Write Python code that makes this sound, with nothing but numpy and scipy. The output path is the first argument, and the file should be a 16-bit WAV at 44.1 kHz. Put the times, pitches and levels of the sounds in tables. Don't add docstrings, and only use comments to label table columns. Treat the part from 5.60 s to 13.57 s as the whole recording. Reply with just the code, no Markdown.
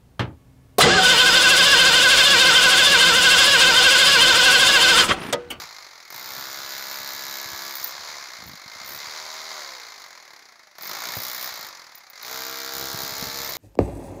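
import sys
import numpy as np
from scipy import signal
from scipy.fft import rfft, irfft, next_fast_len
from scipy.io import wavfile
from scipy.ndimage import uniform_filter1d, map_coordinates

SR = 44100
rng = np.random.default_rng(int(sys.argv[2]) if len(sys.argv) > 2 else 0)


def wrap_up_sound(samples):
    columns = np.atleast_2d(samples).T
    tamed = np.clip(columns, -1, 1)
    steps = np.round(tamed * 32767).astype(np.int16)
    wavfile.write(sys.argv[1], SR, steps)


N = 351477

WORKING_RATE = 68
FREE_BOOM_DB = -58


def amp(db):
    return 10 ** (np.asarray(db) / 20)


def unit(x):
    return x / np.sqrt(np.mean(x ** 2) + 1e-20)


def curves(rows):
    seconds, *columns = np.transpose(rows)
    return [np.interp(np.arange(N) / SR, seconds, column) for column in columns]


def convolve(x, response):
    return signal.fftconvolve(x, response)[:N]


def colour(x, points):
    size = 8192
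    hz, db = np.transpose(points)
    bins_hz = np.fft.rfftfreq(size, 1 / SR)
    gain = amp(np.interp(np.log(bins_hz + 1), np.log(hz), db))
    cepstrum = irfft(np.log(gain))
    cepstrum[1:size // 2] *= 2
    cepstrum[size // 2 + 1:] = 0
    return convolve(x, irfft(np.exp(rfft(cepstrum))))


def tinted(x, points):
    impulse = signal.unit_impulse(N)
    return colour(x, points) / np.linalg.norm(colour(impulse, points))


def pulses(times, sizes):
    at = np.clip(times * SR, 0, N)[:, None]
    taps = np.floor(at).astype(int) + np.arange(-7, 9)
    shape = np.sinc(taps - at) * np.cos(np.pi * (taps - at) / 16) ** 2
    weights = sizes[:, None] * shape
    return np.bincount(np.clip(taps, 0, N).ravel(), weights.ravel(), N + 1)[:N]


def even(response):
    spectrum = rfft(response)
    broad_power = np.abs(uniform_filter1d(np.abs(spectrum) ** 2, size=200))
    return irfft(spectrum / np.sqrt(broad_power + 1e-12))


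def resonate(blows, modes):
    t = np.arange(SR // 4) / SR
    response = np.zeros(len(t))
    for hz, width, db in modes:
        decay = np.exp(-np.pi * width * t)
        response += amp(db) * np.sqrt(width) * decay * np.sin(2 * np.pi * hz * t)
    return unit(convolve(pulses(*blows), response))


def motor_speed():
    # pressed in seconds, released in seconds, top speed in blows per second,
    # then time constants of run-up, settling and coasting in seconds.
    pulls = [(0.0, 0.105, 55.08, 0.108, 0.062, 1.028), (0.49, 2.153, 67.85, 0.062, 0.191, 1.241),
             (2.274, 2.501, 78.81, 0.09, 0.51, 1.027), (3.031, 3.928, 81.32, 0.255, 0.182, 0.971),
             (5.133, 5.9, 62.77, 0.127, 0.134, 0.794), (6.514, 7.879, 68.19, 0.065, 0.446, 1.25)]
    settling_share = .12
    now = np.arange(N) / SR
    speed = np.full(N, float(pulls[0][2]))
    for pressed, released, top, run_up, settling, coasting in pulls:
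        held = np.clip(now, pressed, released) - pressed
        fast = (1 - settling_share) * np.exp(-held / run_up)
        short = fast + settling_share * np.exp(-held / settling)
        driven = top - (top - np.interp(pressed, now, speed)) * short
        coast = np.exp(-np.maximum(now - released, 0) / coasting)
        speed = np.where(now < pressed, speed, driven * coast)
    return speed


def sway(per_s):
    points = rng.standard_normal(int(N * per_s / SR) + 4)
    return map_coordinates(points, [np.arange(N) * per_s / SR], order=2)


def blow_levels(speed):
    # start in seconds, length in seconds, change of housing, steel, edge and boom in dB.
    contact_spells = [(-.1, .14, 5.5, 6, 15, 10), (0.492, 0.31, 3, 3, 18, 10), (0.797, 1.53, 3, 4, 17.5, 4),
                      (2.818, 0.14, -0.5, 0, 9, -5), (3.244, 0.14, -1, -2, 16, 7.5),
                      (5.169, 0.38, 8, 7.5, 20.5, 14), (5.548, 0.35, 5, 6, 24, 9.5),
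                      (5.908, 0.19, 4.5, 5, 20, 5), (6.635, 0.51, 4.2, 5, 20.5, 11),
                      (7.142, 1.2, 4.5, 6.5, 22.5, 19)]
    # dB at the working rate, dB per doubling of speed
    free = [(-42, 9.65), (-40.5, 12.9), (-60, 11), (FREE_BOOM_DB, 7.8)]
    lean_s = 0.035
    sway_db = (.4, .5, 1.3, 1.5)
    now = np.arange(N) / SR

    def lean(s):
        return np.clip((now - s) / lean_s + .5, 0, 1)

    doublings = np.log2(speed / WORKING_RATE)
    levels = np.array([db + slope * doublings for db, slope in free])
    for start, length, *gains_db in contact_spells:
        levels += np.outer(gains_db, lean(start) - lean(start + length))
    return levels + np.outer(sway_db, sway(per_s=14))


def motor(speed, seat):
    # frequency in Hz, relative level in dB.
    fan = [(24, -37), (40, -26), (449, -18), (522, -9), (704, -9.5), (1450, -1.5), (2110, 6.5),
           (2770, -11.5), (4130, 2.5), (6480, -2), (8310, -21), (10400, -11), (15500, -27)]
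    # time in seconds, level in dB.
    whine_levels = [(.6, -57), (1.0, -44), (1.6, -41.5), (2.1, -44), (2.3, -57), (6.8, -52), (7.4, -48)]
    air = unit(colour(rng.standard_normal(N), fan)) * amp(-51.0) * speed / WORKING_RATE
    teeth = 25
    whine = np.sin(2 * np.pi * teeth * np.cumsum(speed) / SR)
    return air + whine * amp(curves(whine_levels)[0]) * seat


def showers():
    # start in seconds, length in seconds, chips per second, middle level in dB before the landing gain.
    spells = [(.6, 1.1, 14, -53.5), (1.799, 0.19, 15.6, -45), (2.3, 0.29, 14, -54),
              (2.789, 0.14, 60, -43.5), (3.04, .38, 16, -47.5), (7.15, 1.1, 20.3, -43)]
    scatter_db = 3
    landings = []
    for start, length, rate, db in spells:
        slots = np.arange(0, length, 1 / rate)
        late, size = rng.random((len(slots), 2)).T
        landings += zip(start + slots + late / rate, db + scatter_db * (2 * size - 1))
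    return landings


def chips(bite_db):
    # time in seconds, level in dB before the landing gain.
    big_chips = [(0.038, -47), (0.56, -50), (0.777, -43.5), (2.39, -48), (2.86, -40), (3.31, -44),
                 (5.569, -26.5), (7.225, -41), (7.343, -30), (7.433, -37), (7.522, -41), (7.625, -29.5),
                 (7.669, -32)]
    # frequency in Hz, gain in dB.
    thump = [(25, -30), (70, 0), (130, 4.5), (250, 0), (500, -10), (1200, -29), (4000, -60)]
    # frequency in Hz, gain in dB.
    knock = [(100, -26), (300, -6), (600, 0), (1000, -21), (2500, -20), (8000, -40)]
    knock_db, knock_grows = 38, 1.19
    out, t = np.zeros(N + SR), np.arange(SR // 8) / SR
    when, size = rng.random((160, 2)).T
    fall = np.minimum(bite_db[(when * N).astype(int)], -46)
    patter = pulses(when * N / SR, amp(fall + 21.5 + 13.6 * size))
    landings = list(big_chips) + showers()
    for s, db in landings:
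        crumble = 0.045 * amp(-60 * t / 0.11) * rng.standard_normal(len(t))
        push = signal.unit_impulse(len(t))
        out[round(s * SR):][:len(t)] += amp(db + 36.5) * (crumble - push)
    s, db = np.transpose(landings)
    knocks = colour(pulses(s, amp(knock_grows * db + knock_db)), knock)
    return colour(out[:N] - patter, thump) - knocks


def hum(speed, orders):
    turns = np.cumsum(speed) / SR
    knots = np.arange(0, N + SR, SR // 6)
    total = np.zeros(N)
    for multiple, db in orders:
        waver = np.interp(np.arange(N), knots, rng.standard_normal(len(knots)))
        phase = 2 * np.pi * (multiple * turns + rng.random())
        total += amp(db + 1.5 * waver) * np.sin(phase)
    return unit(total)


def body_hum(speed, seat, housing_db):
    # multiple of the blow rate, relative level in dB.
    first_grip = [(1, -33), (2, -12), (3, -5), (4, -4), (5, -28), (6, -6), (7, -3), (8, 1.5), (9, 4.5),
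                  (10, -1), (11, 2.5), (12, -20), (13, -30), (14, 6), (15, -1.5), (16, -9), (17, 9),
                  (18, 5.5), (19, 4.5), (20, -23), (21, -22), (22, 5.5), (23, -22), (24, 1)]
    # multiple of the blow rate, relative level in dB.
    last_grip = [(1, -22), (2, -10), (3, -9), (4, 1), (5, -6), (6, -20), (7, 8), (8, -19), (9, -0.5),
                 (10, 7.5), (11, -9), (12, 6.5), (13, -36), (14, 3), (15, 4), (16, 5), (17, -2), (18, 7),
                 (19, 4.5), (20, -13), (21, 6), (22, -18), (23, 6), (24, 8.5)]
    # multiple of the blow rate, relative level in dB.
    free_run = [(1, -43), (2, -33), (3, -22), (4, -23), (5, -4), (6, -25), (7, -7), (8, 4.5), (9, -24),
                (10, 4.5), (11, -10), (12, -11), (13, 5), (14, -6), (15, 4), (16, 2)]
    now = np.arange(N) / SR
    first = np.interp(now, [2.1, 2.25], [1, 0])
    last = np.interp(now, [5.0, 5.2], [0, 1])
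    grips = first * amp(-4.5) * hum(speed, first_grip) + last * amp(-3.5) * hum(speed, last_grip)
    free = (1 - first - last) * amp(2.0) * hum(speed, free_run)
    braced = np.interp(seat, [.22, .5, 1], [0, .5, 1])
    return (grips + free) * braced * amp(housing_db)


def singing_chisel(speed):
    # centre frequency in Hz, middle level in dB, 60 dB decay in seconds.
    free_modes = [(10740, -5, 0.04), (12050, -7, .04), (14700, -14, 0.15), (14320, 10, 0.037),
                  (15450, -15, .03)]
    # start in seconds, length in seconds, level in dB before trim and scatter.
    bounces = [(0.013, .005, -45), (.5038, .005, -50), (2.139, .15, -39.5), (2.866, .03, -48),
               (3.275, .05, -46), (5.223, .08, -34.5), (5.551, .35, -39), (6.3535, .04, -51),
               (6.5, .005, -41), (6.627, .005, -41), (7.895, .005, -27)]
    scatter_db = 5
    out, t = np.zeros(N + SR), np.arange(SR // 6) / SR
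    for start, length, db in bounces:
        stroke_s = 1 / speed[round(start * SR)]
        for s in start + np.arange(0, length, stroke_s):
            tone = np.zeros(len(t))
            for hz, level, t60 in free_modes:
                decay = amp(level + rng.normal(0, 1.0) - 60 * t / t60)
                tone += decay * np.sin(2 * np.pi * (hz + rng.normal(0, 25)) * t)
            tick = .18 * amp(-60 * t / .012) * rng.standard_normal(len(t))
            gain = amp(db - 2.5 + rng.normal(0, scatter_db))
            out[round(s * SR):][:len(t)] += gain * (tone + tick)
    return out[:N]


def strokes(speed, seat, loose_jitter, scatter_db):
    turns = np.cumsum(speed) / SR
    times = np.interp(np.arange(0, turns[-1]), turns, np.arange(N) / SR)
    at = (times * SR).astype(int)
    time_luck, size_luck = rng.standard_normal((len(times), 2)).T
    slack = 1 - seat[at]
    sizes = amp(scatter_db * np.sqrt(slack) * size_luck) * np.sqrt(SR / speed[at])
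    return times + loose_jitter * slack ** 2 * time_luck, sizes


def rattle(blows, seat, share, rebound):
    times, sizes = blows
    at = np.clip(times * SR, 0, N - 1).astype(int)
    bounce = np.clip(share * (1 - seat[at]), 0, .9)
    first_gap, second_gap = rebound * amp(2.74 * bounce * rng.standard_normal((len(times), 2)).T)
    contacts = np.r_[times, times + first_gap, times + first_gap + second_gap]
    shares = np.r_[np.sqrt(1 - bounce), np.sqrt(bounce * 2 / 3), np.sqrt(bounce / 3)]
    return contacts, np.tile(sizes, 3) * shares


def ring(blows, level_db, seat, crack, body_t60, body_db, room_t60, room_db):
    times, sizes = blows
    now, t = np.arange(N) / SR, np.arange(SR // 4) / SR
    sizes = sizes * amp(np.interp(times, now, level_db))
    swell = 1 - np.exp(-t / crack)
    power = unit(t * np.exp(-t / crack)) ** 2
    power += unit(swell * amp(-60 * t / body_t60)) ** 2 * amp(body_db) ** 2
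    power += unit(swell * amp(-60 * t / room_t60)) ** 2 * amp(room_db) ** 2
    power /= power.sum()
    energy = np.bincount(np.clip(times * SR, 0, N).astype(int), sizes ** 2, N + 1)[:N]
    fresh = np.sqrt(np.abs(convolve(energy, power))) * rng.standard_normal(N)
    train, repeated = pulses(times, sizes), np.zeros(N)
    for place in np.arange(0, now[-1] + .5, .5):
        near = np.cos(np.pi * np.clip(now - place, -.5, .5))
        response = even(np.sqrt(power) * rng.standard_normal(len(t)))
        repeated += convolve(train * near, response)
    alike = np.clip(seat, 0, 1)
    return np.sqrt(alike) * repeated + np.sqrt(1 - alike) * fresh


def hammer(speed, seat, housing_db, steel_db, bite_db, boom_db):
    # frequency in Hz, relative level in dB.
    housing_colour = [(150, -43.5), (350, -20.5), (600, -6), (1100, 0.5), (1600, -2.5), (2200, -0.5),
                      (2650, -11.5), (3300, -30.5), (5000, -53)]
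    # frequency in Hz, relative level in dB.
    steel_colour = [(1800, -35), (2800, -11.5), (3300, -6), (3900, 1.5), (4900, 1.5), (5700, -2.5),
                    (7000, -3), (7600, -14), (8400, -23), (11500, -17.5), (15500, -24)]
    # frequency in Hz, relative level in dB.
    edge_colour = [(6000, -36), (8500, -13), (11000, -5.5), (12700, -4), (13600, 7.5), (14400, 9),
                   (15400, -3), (16200, -59)]
    # frequency in Hz, relative level in dB.
    wall_colour = [(60, -21), (130, -7), (200, -5.5), (270, -9), (340, 1), (410, -3), (480, -3), (700, 1),
                   (1200, -33.5), (3000, -19)]
    # frequency in Hz, relative level in dB.
    thud_colour = [(25, 1), (45, -9), (68, 4.5), (135, 8), (205, 1), (340, 4), (600, -21), (1500, -39)]
    # frequency in Hz, width in Hz, relative level in dB.
    shank = [(4300, 44, 7), (4740, 76, 8.5), (5120, 140, 5), (5900, 89, 2.5)]
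    thud_db = -76.5 + 1.32 * (boom_db - FREE_BOOM_DB)
    blows = strokes(speed, seat, loose_jitter=.00015, scatter_db=1)
    contacts = rattle(blows, seat, share=0.655, rebound=.0022)
    housing = ring(contacts, housing_db - .5 - 1.17 * seat, 0.81 * seat, crack=0.00042,
                   body_t60=0.078, body_db=-22, room_t60=0.21, room_db=3.5)
    idle = np.interp(bite_db, [-62, -48], [.85, 0])
    pressed = np.sqrt(1 - idle) * ring(blows, steel_db, 0.45 * seat, crack=0.00039,
                                       body_t60=0.3, body_db=-29, room_t60=0.15, room_db=4)
    slack = np.sqrt(idle) * ring(contacts, steel_db - 2.0, .5 * seat, crack=0.00015,
                                 body_t60=0.05, body_db=-2, room_t60=0.19, room_db=-1)
    clack = resonate(contacts, shank) * idle * amp(steel_db - 4)
    drone = resonate(blows, [(338, 14, 0), (950, 18, 1)]) * seat ** 2 * amp(housing_db - 12)
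    clank = resonate(contacts, [(2095, 29, 0)]) * (1 - seat) * amp(housing_db - 9.0)
    edge = ring(contacts, bite_db, seat, crack=0.0003,
                body_t60=.034, body_db=-11, room_t60=0.1, room_db=-10.5)
    wall = ring(blows, boom_db - 0.5 - 5 * seat, 0.92 * seat, crack=0.00056,
                body_t60=0.024, body_db=-8.5, room_t60=0.38, room_db=-3)
    thud = tinted(pulses(*blows), thud_colour) * amp(thud_db) * (1 - idle)
    tool = tinted(housing, housing_colour) + tinted(pressed + slack, steel_colour)
    bite = tinted(edge, edge_colour) + tinted(wall, wall_colour) - thud
    return tool + bite + clack + clank + drone


def scene():
    # time in seconds, seating from 0 (loose) to 1 (firm).
    seating = [(0, 0.37), (.5, 0.3), (.68, 0.64), (2.1, 0.78), (2.18, 0.34), (3.3, 0.08), (3.6, 0.41),
               (3.95, 0.43), (4.3, 0.28), (5.2, 0.26), (5.5, 0.41), (6.0, 0.35), (6.6, 0.23), (6.75, 0.79),
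               (7.82, 0.75), (7.97, 0.13)]
    speed = motor_speed()
    seat = np.clip(curves(seating)[0], .02, .97)
    housing_db, steel_db, bite_db, boom_db = blow_levels(speed)
    tool = hammer(speed, seat, housing_db, steel_db, bite_db, boom_db)
    tool += body_hum(speed, seat, housing_db) + motor(speed, seat)
    return (tool + singing_chisel(speed) + chips(bite_db))[None]


def record(dry):
    top_hz = 15700
    size = next_fast_len(N + SR // 4)
    kept = np.fft.rfftfreq(size, 1 / SR) < top_hz
    return irfft(rfft(dry, size) * kept, size)[:, :N]


dry = scene()
out = record(dry)
wrap_up_sound(out)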